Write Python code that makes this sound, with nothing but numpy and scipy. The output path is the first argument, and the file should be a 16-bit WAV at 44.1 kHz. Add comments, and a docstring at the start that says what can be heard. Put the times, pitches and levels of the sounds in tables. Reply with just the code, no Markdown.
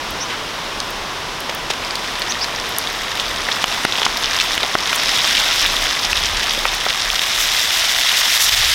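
"""Shrimp frying in a wok

Shrimp slide from a wicker basket into foaming butter over a wood fire and are later turned with a
spatula. Their water boils in the hot fat, so it sizzles, gurgles, spits and plops. Behind this the
firewood snaps, a small bird chirps and moving air rumbles on the microphone.
A limiter turns the sound down briefly after the loudest pops."""
import sys
import numpy as np
from scipy import signal
from scipy.fft import rfft, irfft
from scipy.io import wavfile

SR = 44100
rng = np.random.default_rng(int(sys.argv[2]) if len(sys.argv) > 2 else 0)


def int16_out(signal):
    """Quantize to a 16-bit WAV file."""
    q = np.round(np.clip(np.atleast_2d(signal).T, -1, 1) * 32767)
    wavfile.write(sys.argv[1], SR, q.astype(np.int16))


N = 385434
TIME = np.arange(N) / SR
SIZZLE_STARTS_S = 1.7
USUAL_BURSTS_PER_S = 1700


def frying(sizzle_db, usual_db=-22, wetting_s=0.76):
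    """Water spreads through the fat and boils; stirring bares hot metal, so the bursts come faster."""
    # Each push of the spatula throws up more spray: middle_s, half_length_s, extra_db
    pushes = [(7.478, 0.29, 2.5), (8.437, 0.16, 7)]
    swell_db = sizzle_db - usual_db
    stirred = ramp(start_s=6.95, rise_s=.45)
    thrown_db = 4 * stirred + sum(db * np.exp(-((TIME - s) / half) ** 2) for s, half, db in pushes)
    bursts_per_s = USUAL_BURSTS_PER_S * from_db(.9 * swell_db + 4.5 * stirred)
    spray_rate = np.minimum(bursts_per_s * from_db(thrown_db) ** 2, SR / 2)
    juice = gurgle(-29 + 0.33 * swell_db - stirred)   # stirring leaves less juice
    boiling = sizzle(sizzle_db, bursts_per_s, ring_db=-8 + 2 * stirred)   # and frees the wok to ring
    droplets = spray(-36.5 + 0.98 * swell_db + thrown_db, spray_rate)
    wetted = np.sqrt(1 - np.exp(-np.maximum(TIME - SIZZLE_STARTS_S, 0) / wetting_s))
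    return wetted * (juice + boiling + droplets)


def sizzle(level_db, per_s, ring_db):
    """Water boils off in clumps of tiny bursts over a smooth hiss; those on bare metal ring the wok."""
    # Tone of the boiling water: pitch_hz, level_db
    sizzle_colour = [(300, -23), (700, -17), (1500, -7), (2000, -3.5), (2450, -2.5), (3200, -0.5),
                     (3700, 1), (4250, -5), (5300, -2), (6300, -9), (7400, -19), (10000, -20.5),
                     (16000, -41)]
    unevenness = np.sqrt(np.minimum(USUAL_BURSTS_PER_S / per_s, 1))   # dense boiling evens out
    clumps = from_db(unevenness * (1.36 * drift(22) + 2.5 * drift(160)))
    grains = bubbles(clicks(per_s, spread_db=4.0, largest=3.9) * clumps, 914, 10500, cycles=7.9)
    hiss = 0.83 * rng.standard_normal(N)
    boiling = rms_one(coloured(grains + hiss, sizzle_colour))
    ringing = from_db(ring_db) * wok(clicks(.6 * per_s, spread_db=5.5, largest=5.0))
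    return from_db(level_db) * (boiling + ringing)


def wok(taps):
    """Taps from inside make the loaded pan ring in a few broad bands."""
    # Where the metal rings: pitch_hz, width_hz, level_db
    rings = [(1990, 270, 3.5), (3000, 640, -8), (3460, 410, 4.5), (5150, 530, -12)]
    return rms_one(sum(from_db(db) * band_passed(taps, hz - width / 2, hz + width / 2, order=1)
                       for hz, width, db in rings))


def spray(level_db, rate):
    """The finest droplets tick with almost no ring; a few stand out."""
    # Tone of the fine mist: pitch_hz, level_db
    spray_colour = [(2000, -20), (5500, 12), (8200, 4), (9500, -1.5), (11000, 2), (14000, 0), (16000, -6)]
    ticks = bubbles(clicks(1.2 * rate, spread_db=4.5, largest=4.5), 5900, 20600, cycles=8.1)
    mist = ticks + 0.79 * rng.standard_normal(N)
    return from_db(level_db + 2.2 * drift(40)) * rms_one(coloured(mist, spray_colour))


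def gurgle(level_db):
    """Larger bubbles boil up in the juice around the shrimp."""
    # Tone of the bubbling juice: pitch_hz, level_db
    gurgle_colour = [(250, -29.5), (480, -17.5), (660, -2), (880, -3), (1020, -2), (1200, -1), (1550, -4.5),
                     (1900, -1), (2600, -9), (5000, -53.5)]
    grains = bubbles(clicks(1500, spread_db=4.5, largest=3.8), 412, 3300, cycles=9.5)
    return from_db(level_db) * rms_one(coloured(grains, gurgle_colour))


def foam():
    """Countless small bubbles in the butter merge into a smooth wash."""
    # The foam is smothered as the wok fills: time_s, level_db
    foam_levels = [(0, -25), (3.5, -26), (6.55, -27), (6.9, -29.5), (8.3, -34), (8.74, -34.5)]
    # Tone of the foam: pitch_hz, level_db
    foam_colour = [(60, -13), (120, -5.5), (280, -3.5), (600, -2), (850, -1.5), (1000, 2), (1350, -2.5),
                   (2500, -5.5), (3500, -4), (4400, -9.5), (5400, -8.5), (7500, -20.5), (11000, -25.5),
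                   (16000, -33)]
    return from_db(in_time(foam_levels)) * rms_one(coloured(rng.standard_normal(N), foam_colour))


def plops(shove_s=0.00037):
    """Trapped steam shoves the fat out and lets it fall back, and the hollow rings with a dry pop."""
    # Steam pockets bursting under the shrimp: start_s, level_db, pitch_hz, shove (0 to 1)
    pockets = [(1.493, -11, 650, 0), (1.703, -9.5, 620, .5), (3.488, -4, 1090, 0), (3.641, 3.5, 960, 0.15),
               (3.850, 1.5, 930, 0.84), (4.017, -3.5, 900, 0.06), (4.064, 4.5, 1330, 0.13),
               (4.634, -1.5, 730, 0), (4.752, 6, 756, 0.15), (4.929, -5, 1240, 0), (5.649, -2, 1340, 0.03),
               (6.577, -16, 406, .6), (6.653, 4.5, 1190, 0.06), (6.864, -4.5, 730, 0.2)]
    out = np.zeros(N)
    age = TIME[:SR // 10] / shove_s
    for s, db, hz, shove in pockets:
        push = shove * 2 * np.e * age * (1 - age / 2) * np.exp(-age)
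        pop = burst(hz, cycles=9, spatter=1.4, spatter_s=.018, octaves=.9)
        pop = band_passed(pop, 0.39 * hz, 6000, order=3)
        add(out, s + 0.00049, from_db(db) * (pop + push))
    return out


def spits(sizzle_db, boiled_off_s=6.9, count=32):
    """Single water drops explode with a crack and a spatter; the small ones grow with the sizzle."""
    # The largest drops bursting in the fat: start_s, level_db, pitch_hz
    large_drops = [(1.848, -4, 4960), (1.908, -1.5, 4930), (1.955, -0.5, 4600), (2.219, 1.5, 4420),
                   (2.443, -2, 4160), (2.872, -2, 3720), (3.116, -4, 3740), (3.198, 0, 3830),
                   (3.486, -4, 1980), (3.518, -1, 3500), (3.641, 6.5, 3000), (3.851, 5.5, 1940),
                   (3.923, 2, 3840), (3.982, -3, 3280), (4.017, -2, 3400), (4.031, 2.5, 3300),
                   (4.055, -3, 3400), (4.243, -1, 3250), (4.400, 7, 3600), (4.578, 3, 3060),
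                   (4.631, 3.5, 3770), (4.752, 3, 1300), (4.929, -1, 2520), (5.661, 0, 3380),
                   (6.05, 3.5, 5000), (6.130, 3, 2700), (6.266, -4, 3200), (6.905, 0, 3450),
                   (7.193, 2, 3250)]
    times = random_times(SIZZLE_STARTS_S, boiled_off_s, count)
    small_drops = []
    for s, (size, pitch) in zip(times, rng.standard_normal((count, 2))):
        db = np.interp(s, TIME, sizzle_db) + 13.5 + 2 * size
        small_drops.append((s, db, 3400 * 2 ** (.35 * pitch)))
    out = np.zeros(N)
    for s, db, hz in small_drops + list(large_drops):
        crack = 0.49 * rng.standard_normal(SR // 10) * fade(0.0006)
        pop = burst(hz, cycles=21.3, spatter=0.75, spatter_s=0.025, octaves=0.94)
        add(out, s + .0004, from_db(db) * (pop + crack))
    return low_passed(out, 4700)


def slaps():
    """Wet shrimp meet the hot fat with a short flash of steam."""
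    # Shrimp landing: start_s, level_db, length_s
    landings = [(1.493, -20.5, 0.01), (1.698, -16.5, 0.019), (1.734, -21, 0.0064), (2.433, -25, 0.019),
                (4.046, -18, 0.016), (4.404, -8, 0.016), (6.893, -17.5, 0.013)]
    # Tone of the steam: pitch_hz, level_db
    slap_colour = [(60, -7), (600, -18), (1500, 2.5), (3000, 6), (6000, -1), (8000, -12), (16000, -25)]
    out = np.zeros(N)
    for s, db, length in landings:
        rush = rng.standard_normal(SR // 10)[:round(length * SR)]
        add(out, s, from_db(db) * rush * signal.windows.tukey(len(rush), .5))
    return coloured(out, slap_colour)


def fire(fade_s=0.0082, faint_db=-17, faint_hz=9000):
    """Burning wood fibres part with dry snaps; the thinner the fibre, the higher the snap."""
    # The louder snaps: start_s, level_db, lowest_hz
    snaps = [(.802, -5, 3970), (1.548, -13, 10500), (1.954, -16.5, 7000), (2.784, -3, 7200),
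             (3.849, -10, 7500), (4.053, -8.5, 4900), (4.954, -9, 9000), (4.960, -8, 5600)]
    faint_snaps = [(s, faint_db, faint_hz) for s in random_times(0, TIME[-1], count=14)]
    out = np.zeros(N)
    for s, db, lowest_hz in faint_snaps + list(snaps):
        crack = band_passed(rng.standard_normal(SR // 10) * fade(fade_s), lowest_hz, 1.72 * lowest_hz)
        add(out, s + .0006, from_db(db) * crack / np.abs(crack).max())
    return out


def basket():
    """Wicker strands rub softly on each other as the basket is lifted."""
    # Rustles of the wicker: start_s, level_db, length_s, pitch_hz
    rustles = [(0.278, -25.5, 0.064, 2900), (0.313, -24.5, 0.052, 1800)]
    out = np.zeros(N)
    for s, db, length, hz in rustles:
        rub = band_passed(rng.standard_normal(SR // 4), 0.5 * hz, 1.3 * hz)[:round(length * SR)]
        add(out, s, from_db(db) * rms_one(rub) * np.hanning(len(rub)))
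    return out


def bird(trill_hz=135, trill_depth_hz=400):
    """A small bird gives short rising whistles with a fast trill, scattered by the trees."""
    # Its calls: start_s, length_s, start_hz, top_hz, level_db
    chirps = [(0.192, 0.057, 4900, 5950, -22.5), (2.284, 0.043, 5000, 6220, -19.5),
              (2.404, 0.044, 4440, 5250, -16.5)]
    out = np.zeros(N)
    for s, length, start_hz, top_hz, db in chirps:
        t = TIME[:round(length * SR)]
        arch = np.sin(2 * np.pi / 3 * t / length)
        hz = start_hz + (top_hz - start_hz) * arch + trill_depth_hz * np.sin(2 * np.pi * trill_hz * t)
        whistle = np.sin(2 * np.pi * np.cumsum(hz) / SR)
        add(out, s, from_db(db) * np.sin(np.pi * t / length) * whistle)
    return scattered(out, echo_db=-11, fade_s=.2)


def air(calm_db=-43.5, edge_s=0.087):
    """Moving air rumbles on the microphone; each gust rises, holds and falls."""
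    # Tone of the rumble: pitch_hz, level_db
    air_colour = [(10, -30), (22, -7), (33, 5.5), (48, -7), (80, -5), (120, -13.5), (400, -50), (2000, -80)]
    # Puffs of air: start_s, length_s, level_db, top_hz
    gusts = [(.03, .2, -39, 90), (.2, 6.9, -49, 70), (3.18, 0.29, -37, 100), (5.3, 0.66, -37, 49.7),
             (5.995, 0.49, -32, 65), (6.498, 1.1, -39, 44.7), (8.438, 0.44, -28, 100)]
    out = from_db(calm_db) * rms_one(coloured(rng.standard_normal(N), air_colour))
    rumble = coloured(rng.standard_normal(N), air_colour)
    for s, length, db, top_hz in gusts:
        swell = ramp(s, edge_s) - ramp(s + length - edge_s, edge_s)
        out += from_db(db) * swell * rms_one(low_passed(rumble, top_hz))
    return out


def scattered(x, echo_db=-17, fade_s=0.25):
    """Nearby surfaces, such as the pan and the ground, throw back a short spray of echoes."""
    echoes = rng.standard_normal(SR // 10) * fade(fade_s)
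    return x + from_db(echo_db) * signal.oaconvolve(x, echoes / np.linalg.norm(echoes))[:N]


def clicks(per_s, spread_db, largest):
    """Random clicks, many small and a few large."""
    sizes = from_db(spread_db * np.minimum(rng.exponential(1, N), largest))
    signs = rng.choice([-1, 1], N)
    happens = rng.random(N) < per_s / SR
    return sizes * signs * happens / np.sqrt(per_s)


def bubbles(taps, low_hz, high_hz, cycles, count=24):
    """Each tap rings a bubble of a random size, which dies away in a few cycles."""
    size_of_tap = rng.integers(0, count, N)
    out = np.zeros(N)
    for size, hz in enumerate(np.geomspace(low_hz, min(high_hz, SR / 2 - 2000), count)):
        decay = from_db(-60 * hz / (cycles * SR))
        angle = 2 * np.pi * hz / SR
        own_taps = taps * (size_of_tap == size) + 1e-18
        out += signal.lfilter([angle, 0, -angle], [1, -2 * decay * np.cos(angle), decay ** 2], own_taps)
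    return rms_one(out)


def burst(hz, cycles, spatter, spatter_s, octaves):
    """A hollow in the fat rings briefly while droplets add noise around its pitch."""
    tone = np.sin(2 * np.pi * hz * TIME[:SR // 10]) * fade(cycles / hz)
    drops = rng.standard_normal(len(tone)) * fade(spatter_s)
    drops = band_passed(drops, hz / 2 ** octaves, hz * 2 ** octaves)
    drops -= tone * (drops @ tone) / (tone @ tone)   # keep the ring itself out of the noise
    drops *= np.linalg.norm(tone) / np.linalg.norm(drops)
    return (tone + spatter * drops) / np.hypot(1, spatter)


def coloured(x, colour, size=8192):
    """Shape a sound's tone to follow rows of pitch_hz, level_db."""
    hz, db = np.transpose(colour)
    bins_hz = np.maximum(np.arange(size // 2 + 1) * SR / size, 1)
    gains = from_db(np.interp(np.log(bins_hz), np.log(hz), db))
    # Fold the filter in time so that nothing rings ahead of a click (minimum phase).
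    cepstrum = irfft(np.log(gains))
    cepstrum[1:size // 2] *= 2
    cepstrum[size // 2 + 1:] = 0
    response = irfft(np.exp(rfft(cepstrum)))
    return signal.oaconvolve(x, response / np.linalg.norm(response))[:N]


def band_passed(x, low_hz, high_hz, order=2):
    """Keep what lies between two pitches."""
    edges_hz = [low_hz, min(high_hz, SR / 2 - 1000)]
    return signal.sosfilt(signal.butter(order, edges_hz, "band", fs=SR, output="sos"), x)


def low_passed(x, hz):
    """Keep what lies below a pitch."""
    return signal.sosfilt(signal.butter(2, hz, fs=SR, output="sos"), x)


def random_times(start_s, end_s, count):
    """One random moment in each of count equal slots."""
    return start_s + (end_s - start_s) * (np.arange(count) + rng.random(count)) / count


def drift(per_s):
    """A random wander with a typical size of 1."""
    points = rng.standard_normal(N // 40)
    return rms_one(np.interp(TIME * per_s, np.arange(len(points)), points))


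def fade(fade_s):
    """A curve that falls 60 dB every fade_s, cut off after a tenth of a second."""
    return from_db(-60 * TIME[:SR // 10] / fade_s)


def ramp(start_s, rise_s):
    """A straight rise from 0 to 1."""
    return np.clip((TIME - start_s) / rise_s, 0, 1)


def in_time(rows):
    """Join rows of time_s, value with straight lines."""
    return np.interp(TIME, *np.transpose(rows))


def add(track, start_s, sound):
    """Mix a sound into a track."""
    at = round(start_s * SR)
    track[at:at + len(sound)] += sound[:max(N - at, 0)]


def from_db(db):
    """Turn decibels into a multiplier."""
    return 10 ** (np.asarray(db) / 20)


def rms_one(x):
    """Scale a sound to an average strength (rms) of 1."""
    return x / np.sqrt(np.mean(x ** 2) + 1e-20)


def limited(x, threshold_db=-3.5, release_db_per_s=280, attack_s=.002):
    """A limiter: the volume drops quickly on a loud peak, then creeps back."""
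    over_db = np.maximum(20 * np.log10(np.abs(x) + 1e-9) - threshold_db, 0)
    recovery_db = release_db_per_s * TIME
    held_db = np.maximum.accumulate(over_db + recovery_db, axis=-1) - recovery_db
    smoothing = np.exp(-1 / (attack_s * SR))
    return x * from_db(-signal.lfilter([1 - smoothing], [1, -smoothing], held_db))


def scene():
    """Mix the wok, the fire under it and the outdoors into one channel."""
    # The sizzle swells as shrimp pile in, eases, and swells as they are turned: time_s, level_db
    sizzle_levels = [(1.7, -24.5), (2.5, -28), (3.3, -26), (3.8, -22), (4.15, -25), (4.45, -21),
                     (4.75, -24.5), (5.1, -17.5), (5.36, -16.5), (5.7, -19), (6.0, -22), (6.45, -21),
                     (6.98, -22), (7.45, -18.5), (8.2, -16), (8.74, -15.5)]
    sizzle_db = in_time(sizzle_levels)
    steady = foam() + frying(sizzle_db) + air()
    pops = scattered(plops() + spits(sizzle_db) + slaps() + fire())
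    return (steady + pops + basket() + bird())[None]


def record(dry):
    """Limit the sound, clip the first instant of loud pops and cut the highest treble."""
    clipped = np.clip(limited(dry), -.8, .8)
    treble_cut = signal.ellip(14, .1, 100, 15900, fs=SR, output="sos")
    return signal.sosfilt(treble_cut, clipped)


dry = scene()
out = record(dry)
int16_out(out)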